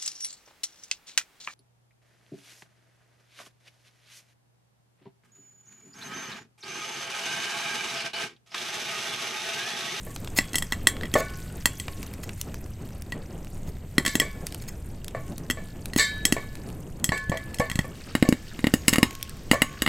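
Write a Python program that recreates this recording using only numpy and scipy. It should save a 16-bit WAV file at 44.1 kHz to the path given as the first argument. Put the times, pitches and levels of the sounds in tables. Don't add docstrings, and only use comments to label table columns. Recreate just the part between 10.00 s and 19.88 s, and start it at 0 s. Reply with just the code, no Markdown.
import sys
import numpy as np
from scipy import signal
from scipy.fft import rfft, irfft, next_fast_len
from scipy.io import wavfile

SR = 44100
rng = np.random.default_rng(int(sys.argv[2]) if len(sys.argv) > 2 else 0)


def wav_record(signal):
    frames = np.transpose(np.atleast_2d(signal))
    bounded = np.clip(frames, -1, 1)
    quanta = np.round(bounded * 32767).astype(np.int16)
    wavfile.write(sys.argv[1], SR, quanta)


N = 435705
T = np.arange(N) / SR

# (time [s], level [dB])
FLAME_LEVEL = [(0.0, -42), (0.82, -38.5), (1.18, -40), (7.26, -40.5), (8.34, -45.5), (8.89, -41),
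               (9.22, -43.5), (9.88, -42.5)]
# (time [s], level [dB])
HISS_LEVEL = [(0.0, -58.5), (1.9, -56.5), (2.01, -58.5), (3.19, -64.5), (3.96, -61.5), (4.1, -56.5),
              (5.03, -64.5), (5.89, -62), (6.22, -62), (6.35, -57), (7.07, -68.5), (7.62, -61.5),
              (7.81, -63), (9.05, -59), (9.24, -63.5), (9.88, -63)]
# (time [s], level [dB])
EMBER_LEVEL = [(0.0, -63), (0.46, -57), (0.95, -63), (1.11, -57), (1.47, -61.5), (1.74, -57.5), (2.88, -67),
               (3.43, -63), (3.9, -70), (4.5, -61.5), (4.88, -66.5), (6.33, -59), (6.79, -66.5),
               (7.32, -60.5), (9.12, -57), (9.37, -62), (9.8, -54.5)]
# (frequency [Hz], density [dB per Hz])
RUMBLE_SPECTRUM = [(18, 6), (30, -8), (60, -1.5), (90, -2.5), (130, -6.5), (200, -13.5), (400, -45)]
FLUTTER_SPECTRUM = [(70, -23), (150, 0), (250, -4), (400, -9), (700, -16), (1200, -26), (2500, -37),
                    (6000, -64)]
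HISS_SPECTRUM = [(800, -4), (2000, 8.5), (3200, 4), (5500, -2.5), (8200, 7), (10500, -10), (13000, 5.5),
                 (16000, -12.5)]
RUMBLE_DB, FLUTTER_DB = 2.5, -4.5
HISS_DB, SPARKS_DB = 3.5, 2.5
EMBERS_DB, EMBERS_PER_S = 4, 300

# (time [s], strength [dB], height [0 bottom to 1 lid],
# mode that sings on [Hz], its level [dB])
POT_BLOWS = [(0.069, -46.5, 0, 1088, -60), (1.155, -21, 0.013, 1484, -39.5),
             (1.204, -31.5, 0.25, 1766, -52), (1.881, -48, 0.37, 1088, -55),
             (4.062, -30.5, 0.81, 1728, -40), (4.218, -30, 0.34, 1088, -47.5), (5.148, -35, 0, 1766, -70),
             (5.572, -41.5, 0.25, 1728, -54), (5.986, -28, 1, 3833, -36.5), (5.995, -23, 0.87, 1728, -26.5),
             (6.366, -31.5, 0.18, 1088, -61), (7.12, -25.5, 0.37, 1728, -31),
             (7.318, -29, 0.079, 1728, -47), (7.601, -24.5, 0.057, 1728, -45),
             (7.845, -42.5, 0.071, 1728, -56), (8.251, -33.5, 0.25, 1728, -48),
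             (8.991, -42, 0.22, 1088, -41), (9.533, -25, 0.096, 1152, -44)]
# (frequency [Hz], level [dB], t60 [s])
POT_MODES = [(471, 9.5, 0.069), (560, 15, 0.013), (651.5, 9.5, 0.13), (724, 6, 0.0057), (1088, -7, 0.63),
             (1123, 0.5, 0.23), (1152, -13, 0.38), (1508, -13, 0.71), (1728, -14.5, 0.8), (1766, 4, 0.21),
             (1940, -7, 0.19), (2070, -9, 0.36), (2174, -5.5, 0.25), (2260, -1, 0.36), (2300, -12, 0.54),
             (2880, -4.5, 0.027), (3144, -8, 0.57), (3600, 0.5, 0.35), (3833, -27, 0.37), (4000, 1, 0.26),
             (4320, -11, .16), (4270, -1, 0.37), (4535, 3.5, 0.15), (4720, -5, 0.46), (5220, -2.5, 0.32),
             (5960, -2.5, 0.34), (6500, -14, 0.14), (6900, -1, 0.24), (7440, 0.5, 0.16), (7900, 3, 0.1),
             (8100, -4, .25), (10380, -30, .14), (11800, -9, 0.15)]
# (bottom [dB], wall [dB], rim [dB], shimmer [dB])
AT_BOTTOM_DB = [1, -7.5, -7, -22.5]
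AT_LID_DB = [-17.5, -14, 1, 2]

# (time [s], level [dB], brightness [dB])
LOUD_SNAPS = [(0.1616, -36, -0.5), (0.2463, -42, 2), (0.2745, -46.5, -11.5), (0.9672, -44, -7.5),
              (1.0108, -46, -11.5), (1.8819, -41.5, -11), (2.0293, -38.5, 0), (2.138, -42.5, 0),
              (2.235, -42.5, -2), (2.2926, -40, -6), (2.4134, -34.5, 8.5), (2.543, -39.5, 0.5),
              (3.0212, -52, 13), (3.4467, -49, 2.5), (4.468, -34.5, 6.5), (4.5234, -39.5, 1),
              (4.546, -36.5, 2), (5.0447, -43.5, 6.5), (5.0814, -37, 1.5), (5.3808, -43, 6.5),
              (5.8573, -37, 4.5), (6.554, -43, 1), (9.1084, -38, -1), (9.1517, -39.5, 2),
              (9.2277, -37.5, 11.5), (9.295, -43, 6)]
SMALL_SNAPS_PER_S, SMALL_SNAP_DB, SNAP_SPREAD_DB = 5, -51, 2.5

# (time [s], length [s], level before a common cut [dB])
SLIDES = [(0.357, 0.029, -27.5), (1.153, 0.054, -38), (2.224, 0.018, -42.5), (2.366, 0.048, -51),
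          (3.655, 0.04, -53.5), (4.614, 0.011, -45), (4.675, 0.017, -40), (5.972, 0.012, -25.5),
          (5.994, 0.035, -39), (8.876, 0.018, -25), (8.916, 0.027, -32.5), (9.515, 0.031, -38)]
# (time [s], ring [dB], brightness [dB], thud of the load [dB])
CLINKS = [(0.3874, -21.5, -3, -24.5), (0.5324, -42.5, 5, -37), (0.5439, -35.5, -6, -47),
          (0.556, -25.5, 2.5, -35), (0.5834, -31.5, 4.5, -44), (0.6237, -32.5, -0.5, -51),
          (0.7227, -28.5, -2.5, -35.5), (0.7316, -36.5, -5, -48), (0.8709, -16, 0, -32),
          (1.0339, -40.5, -8, -36.5), (1.0548, -44, -4, -53), (1.1398, -27, 1, -26.5),
          (1.6568, -20, 0.5, -29.5), (1.7992, -37.5, 3.5, -50), (3.1218, -37.5, -5.5, -39),
          (3.9816, -22.5, -4, -17), (4.051, -32.5, -2.5, -35), (4.0628, -27.5, 0, -35),
          (4.0787, -31.5, 1, -30), (4.1541, -26.5, 0.5, -21), (4.1995, -21, -1, -29.5),
          (5.5007, -29, -3, -27), (5.5093, -30.5, 0.5, -37), (5.9343, -39.5, -2, -40),
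          (5.962, -33, 0.5, -18.5), (6.2529, -21, 3.5, -26.5), (6.3241, -25, 1, -18),
          (7.0427, -26, 5.5, -34), (7.0913, -32.5, -3.5, -21), (7.177, -42.5, 1, -55),
          (7.2961, -42.5, 3, -21), (7.3724, -38.5, -3, -49), (7.5439, -43, 4.5, -55), (7.5859, -42, 2, -55),
          (7.597, -43.5, 8, -22), (7.699, -36, -1, -38), (7.7151, -35.5, -3.5, -33),
          (7.7561, -37.5, 1.5, -26), (7.7906, -29.5, -4, -18.5)]
# (time [s], ring [dB], brightness [dB], thud of the load [dB])
KNOCKS = [(8.152, -27, -3, -19), (8.2256, -28.5, -4, -12.5), (8.2891, -37, 7.5, -12.5),
          (8.3254, -32, -3, -16), (8.5911, -43, -3.5, -32.5), (8.6422, -32, -6.5, -16.5),
          (8.6695, -29.5, -3.5, -18.5), (8.7387, -25, 0, -14.5), (8.8815, -17.5, 1.5, -18.5),
          (8.9293, -31, -3, -21.5), (8.9347, -25, -0.5, -45), (8.9437, -35, -5, -30),
          (8.9582, -27.5, -2.5, -28), (8.9835, -28, 0, -16.5), (9.0298, -20, -2, -13.5),
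          (9.5138, -19, -3, -14.5), (9.6195, -19.5, -2, -21), (9.8207, -25.5, 0.5, -25),
          (9.8629, -27.5, -5.5, -28), (9.8754, -30, -5, -27)]
# (frequency [Hz], level [dB], t60 [s])
BAIL_MODES = [(1922, -12.5, 0.044), (1962, -5.5, 0.029), (2700, 0, 0.018), (3260, -2, 0.027),
              (3252, 6, 0.02), (3355, -35.5, 0.61), (4207, -0.5, 0.017), (4473, -20.5, 0.12),
              (5325, -2, 0.033), (6100, -19, 0.12), (6490, -1, 0.026), (7760, -14, 0.17), (7410, -8, 0.12),
              (8100, 4.5, 0.019), (8900, -10, 0.049), (11100, -70, 0.01), (12100, -43, 0.019)]
HOOK_MODES = [(1455, -42, 0.0089), (1880, -8.5, 0.028), (2108, -8.5, 0.028), (2500, -28, 0.059),
              (2847, 0, 0.02), (3850, -10, 0.024), (4690, 16.5, 0.012), (5160, 7.5, 0.032),
              (6700, -13, 0.44), (6860, 5, 0.036), (7450, -7.5, 0.28), (7900, 13, 0.03), (9470, -13, 0.029),
              (10600, -45.5, .03), (14000, -6, .025)]
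TAUT_HZ, SLACK_HZ, SLACK_FROM_S, SLACK_TO_S = 255.5, 158, 6.9, 8.0

# (frequency [Hz], density [dB per Hz])
HAZE_SPECTRUM = [(500, -3), (1500, 10), (3000, 8.5), (5500, 10.5), (8000, 3.5), (11000, -13), (16000, -6)]
HAZE_FROM_S, HAZE_DB = 7.945, -55.5

# (frequency [Hz], density [dB per Hz])
PORT_NOISE = [(40, -6), (200, -4), (1300, -9.5), (15000, -9.5)]
PORT_NOISE_DB = -68
SCATTER_TREBLE_DB, SCATTER_DB = -27.5, -36.5
CUTOFF_HZ = 16000


def from_db(db):
    return 10 ** (np.asarray(db) / 20)


def rms_one(x, over_s=None):
    part = x if over_s is None else x[:int(over_s * SR)]
    return x / np.sqrt(np.mean(part ** 2) + 1e-20)


def band(x, low_hz, high_hz):
    edges = np.clip([low_hz, high_hz], 10, .45 * SR)
    return signal.sosfilt(signal.butter(2, edges, "band", fs=SR, output="sos"), x)


def fade(t, t60):
    return np.exp(-np.log(1000) * t / t60)


def add(track, s, sound):
    i = int(np.clip(round(s * SR), 0, N - 1))
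    track[i:i + len(sound)] += sound[:N - i]


def drift(rate):
    knots = rng.standard_normal(4000)
    return rms_one(np.interp(T * rate, np.arange(len(knots)), knots))


def coloured(spectrum):
    hz, db = np.transpose(spectrum)
    size = next_fast_len(N)
    f = np.maximum(np.fft.rfftfreq(size, 1 / SR), 1)
    roll_off = 1 + (f / (2 * hz[-1])) ** 4 + (hz[0] / (2 * f)) ** 2
    gain = from_db(np.interp(np.log(f), np.log(hz), db)) / roll_off
    return rms_one(irfft(rfft(rng.standard_normal(size)) * gain, size)[:N])


def modes_of(modes, t):
    hz, db, t60 = np.transpose(modes)[:, :, None]
    return from_db(db) * np.sin(2 * np.pi * hz * t) * fade(t, t60)


def strengths(modes, scatter_db):
    signs = rng.choice([-1, 1], len(modes))
    return from_db(scatter_db * rng.standard_normal(len(modes))) * signs


def crackle(per_s, clump_db, low_hz, high_hz):
    born = rng.random(N) < per_s * from_db(clump_db * drift(9)) / SR
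    sizes = born * from_db(5 * np.minimum(rng.exponential(1, N), 3))
    pitches, t = np.geomspace(low_hz, high_hz, num=8), T[:SR // 60]
    dealt = rng.integers(0, len(pitches), N)
    out = np.zeros(N)
    for k, hz in enumerate(pitches):
        noise = rng.standard_normal(len(t)) * fade(t, 0.019)
        burst = rms_one(band(noise, hz / 0.96, hz * 1.41))
        out += signal.oaconvolve(sizes * (dealt == k), burst)[:N]
    return rms_one(out)


def fire():
    flames_db = np.interp(T, *np.transpose(FLAME_LEVEL))
    hiss_db = np.interp(T, *np.transpose(HISS_LEVEL))
    embers_db = np.interp(T, *np.transpose(EMBER_LEVEL))
    rumble = from_db(flames_db + RUMBLE_DB) * coloured(RUMBLE_SPECTRUM)
    flutter = from_db(flames_db + FLUTTER_DB + 3.05 * drift(25)) * coloured(FLUTTER_SPECTRUM)
    rustle = crackle(per_s=EMBERS_PER_S, clump_db=3.5, low_hz=960, high_hz=3860)
    embers = from_db(embers_db + EMBERS_DB) * rustle
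    hiss = from_db(hiss_db + HISS_DB + drift(30)) * coloured(HISS_SPECTRUM)
    sparks = from_db(hiss_db + SPARKS_DB) * crackle(per_s=180, clump_db=4.5, low_hz=4700, high_hz=10300)
    return rumble + flutter + embers + hiss + sparks


def pot(chatter_per_s, chatter_t60, chatter_db, rasp_db, sing_t60):
    out, sing_t, ring_t, chatter_t = np.zeros(N), T[:SR], T[:SR // 2], T[:SR // 8]
    edges_hz, attack_s = [400, 900, 1350, 2800, 12000], .04
    mode_hz, mode_db = np.array(POT_MODES)[:, :1], np.array(POT_MODES)[:, 1]
    register = np.digitize(mode_hz[:, 0], edges_hz[1:-1])
    waves, weights = modes_of(POT_MODES, ring_t), from_db(mode_db)
    for s, blow_db, height, sing_hz, sing_db in POT_BLOWS:
        levels_db = blow_db + (1 - height) * np.array(AT_BOTTOM_DB) + height * np.array(AT_LID_DB)
        touches = rng.random(len(chatter_t)) < chatter_per_s / SR
        force = touches * rng.standard_normal(len(chatter_t))
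        force *= from_db(chatter_db) * fade(chatter_t, chatter_t60)
        force[0] = 1
        split_hz = mode_hz * rng.uniform(0.001, 0.0134, (len(POT_MODES), 1))
        beating = waves * (1 + 0.9 * np.cos(2 * np.pi * split_hz * ring_t))
        driven = signal.fftconvolve(beating, force[None], axes=1)[:, :len(ring_t)]
        rung = np.array([rms_one(wave, attack_s) for wave in driven])
        struck = weights * strengths(POT_MODES, scatter_db=1.5)
        rasp = rng.standard_normal(len(ring_t)) * fade(ring_t, 0.3)
        for k, level_db in enumerate(levels_db):
            tone = rms_one((struck * (register == k)) @ rung, attack_s)
            rough = rms_one(band(rasp, edges_hz[k], edges_hz[k + 1]), attack_s)
            rough_gain = from_db(rasp_db + 0.61 * k)
            add(out, s, from_db(level_db) * (tone + rough_gain * rough))
        singing = np.sqrt(2) * np.sin(2 * np.pi * sing_hz * sing_t) * fade(sing_t, sing_t60)
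        add(out, s, from_db(sing_db) * singing)
    return out


def snaps(body_t60, edge_t60):
    out, t, attack_s = np.zeros(N), T[:SR // 30], .004
    small_times = T[rng.random(N) < SMALL_SNAPS_PER_S / SR]
    small = [(s, *rng.normal([SMALL_SNAP_DB, 0], SNAP_SPREAD_DB)) for s in small_times]
    for s, db, bright_db in list(LOUD_SNAPS) + small:
        body_noise, edge_noise = rng.standard_normal((2, len(t)))
        body = rms_one(band(body_noise * fade(t, body_t60), 780, 3300), attack_s)
        edge = rms_one(band(edge_noise * fade(t, edge_t60), 2640, 13700), attack_s)
        add(out, s, from_db(db - bright_db) * body + from_db(db + bright_db) * edge)
    return out


def slides(slips_per_s, grit_db):
    out = np.zeros(N)
    body = strengths(BAIL_MODES, scatter_db=5.5) @ modes_of(BAIL_MODES, T[:SR // 8])
    for s, length_s, db in SLIDES:
        swell = np.linspace(0, 1, max(int(length_s * SR), 8))
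        slips = (rng.random(SR) < slips_per_s / SR) * rng.standard_normal(SR)
        force = np.pad(slips[:len(swell)] * swell, (0, len(body)))
        tone = rms_one(signal.fftconvolve(force, body)[:len(force)], length_s)
        grit = rms_one(band(force, 610, 19000), length_s)
        add(out, s, from_db(db - 4.5) * (tone + from_db(grit_db) * grit))
    return out


def wire_hits(hits, modes, thud_s, crack_db, crack_t60, grit_db, hollow_db, hollow_hz, buzz_db,
              middle_db, bounce_s, bounce_db):
    out, t = np.zeros(N), T[:SR // 4]
    edges_hz, attack_s = [600, 2400, 4500, 12500], .012
    register = np.digitize(np.array(modes)[:, 0], edges_hz[1:-1])
    waves = modes_of(modes, t)
    contact_fade = fade(t, crack_t60) + from_db(buzz_db) * fade(t, 0.098)
    contact = rng.standard_normal((len(hits), len(t))) * contact_fade
    cracks = [band(contact, low, high) for low, high in zip(edges_hz, edges_hz[1:])]
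    crack_gain = from_db([grit_db + 3, grit_db, crack_db])
    hollow = rms_one(-np.sin(2 * np.pi * hollow_hz * t) * fade(t, 0.017), attack_s)
    for i, (s, ring_db, bright_db, thud_db) in enumerate(hits):
        thud_hz = SLACK_HZ if SLACK_FROM_S < s < SLACK_TO_S else TAUT_HZ
        thud = rms_one(-np.sin(2 * np.pi * thud_hz * t) * t * np.exp(-t / thud_s), attack_s)
        weights, ring = strengths(modes, scatter_db=3), np.zeros(len(t))
        for k, tilt_db in enumerate([-bright_db, middle_db, bright_db]):
            tone = rms_one((weights * (register == k)) @ waves, attack_s)
            crack = crack_gain[k] * rms_one(cracks[k][i], attack_s)
            ring += from_db(ring_db + tilt_db) * rms_one(tone + crack, attack_s)
        add(out, s, ring + from_db(thud_db) * (thud + from_db(hollow_db) * hollow))
        add(out, s + bounce_s * rng.uniform(.75, 1.25), from_db(bounce_db) * ring)
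    return out


def pot_in_sympathy(level_db):
    jerks = np.zeros(N)
    wall = [mode for mode in POT_MODES if 1000 < mode[0] < 3400]
    for s, ring_db, bright_db, _ in list(CLINKS) + list(KNOCKS):
        add(jerks, s, from_db([ring_db - bright_db + level_db]))
    ring = rms_one(strengths(wall, scatter_db=1) @ modes_of(wall, T[:SR]), .05)
    return signal.fftconvolve(jerks, ring)[:N]


def haze():
    return from_db(HAZE_DB) * (T > HAZE_FROM_S) * coloured(HAZE_SPECTRUM)


def clearing(x, wet_db, t60):
    t = T[:SR // 2]
    tail = band(rng.standard_normal(len(t)) * fade(t, t60) * (t > .005), 89, 11200)
    return from_db(wet_db) * signal.fftconvolve(x, tail / np.linalg.norm(tail))[:N]


def microphone_ports(mid):
    t = T[:SR // 100]
    scatter = rng.standard_normal(len(t)) * (t > .001)
    scattered = signal.fftconvolve(mid, scatter / np.linalg.norm(scatter))[:N]
    side = from_db(SCATTER_TREBLE_DB) * band(scattered, 3400, .45 * SR)
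    side += from_db(SCATTER_DB) * scattered
    side += from_db(PORT_NOISE_DB) * coloured(PORT_NOISE)
    return np.array([mid + side, mid - side])


def scene():
    flames = fire()
    hits = pot(chatter_per_s=330, chatter_t60=0.17, chatter_db=-7.5, rasp_db=-15.5, sing_t60=0.96)
    hits += snaps(body_t60=0.013, edge_t60=0.0095)
    hits += slides(slips_per_s=3200, grit_db=3)
    hits += wire_hits(CLINKS, BAIL_MODES, thud_s=0.0015, crack_db=1.0, crack_t60=0.014, grit_db=-12.0,
                      hollow_db=-16.5, hollow_hz=523, buzz_db=-14, middle_db=-0.5,
                      bounce_s=0.018, bounce_db=-21.5)
    hits += wire_hits(KNOCKS, HOOK_MODES, thud_s=0.0016, crack_db=3.0, crack_t60=0.014, grit_db=-5.5,
                      hollow_db=-9.5, hollow_hz=443, buzz_db=-15, middle_db=-0.5,
                      bounce_s=0.008, bounce_db=-16)
    hits += pot_in_sympathy(level_db=-25)
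    return microphone_ports(hits + clearing(hits, wet_db=-18.5, t60=0.17) + flames + haze())


def record(dry):
    low_pass = signal.ellip(10, .1, 85, CUTOFF_HZ, fs=SR, output="sos")
    return signal.sosfilt(low_pass, np.clip(dry, -1, 1))


dry = scene()
out = record(dry)
wav_record(out)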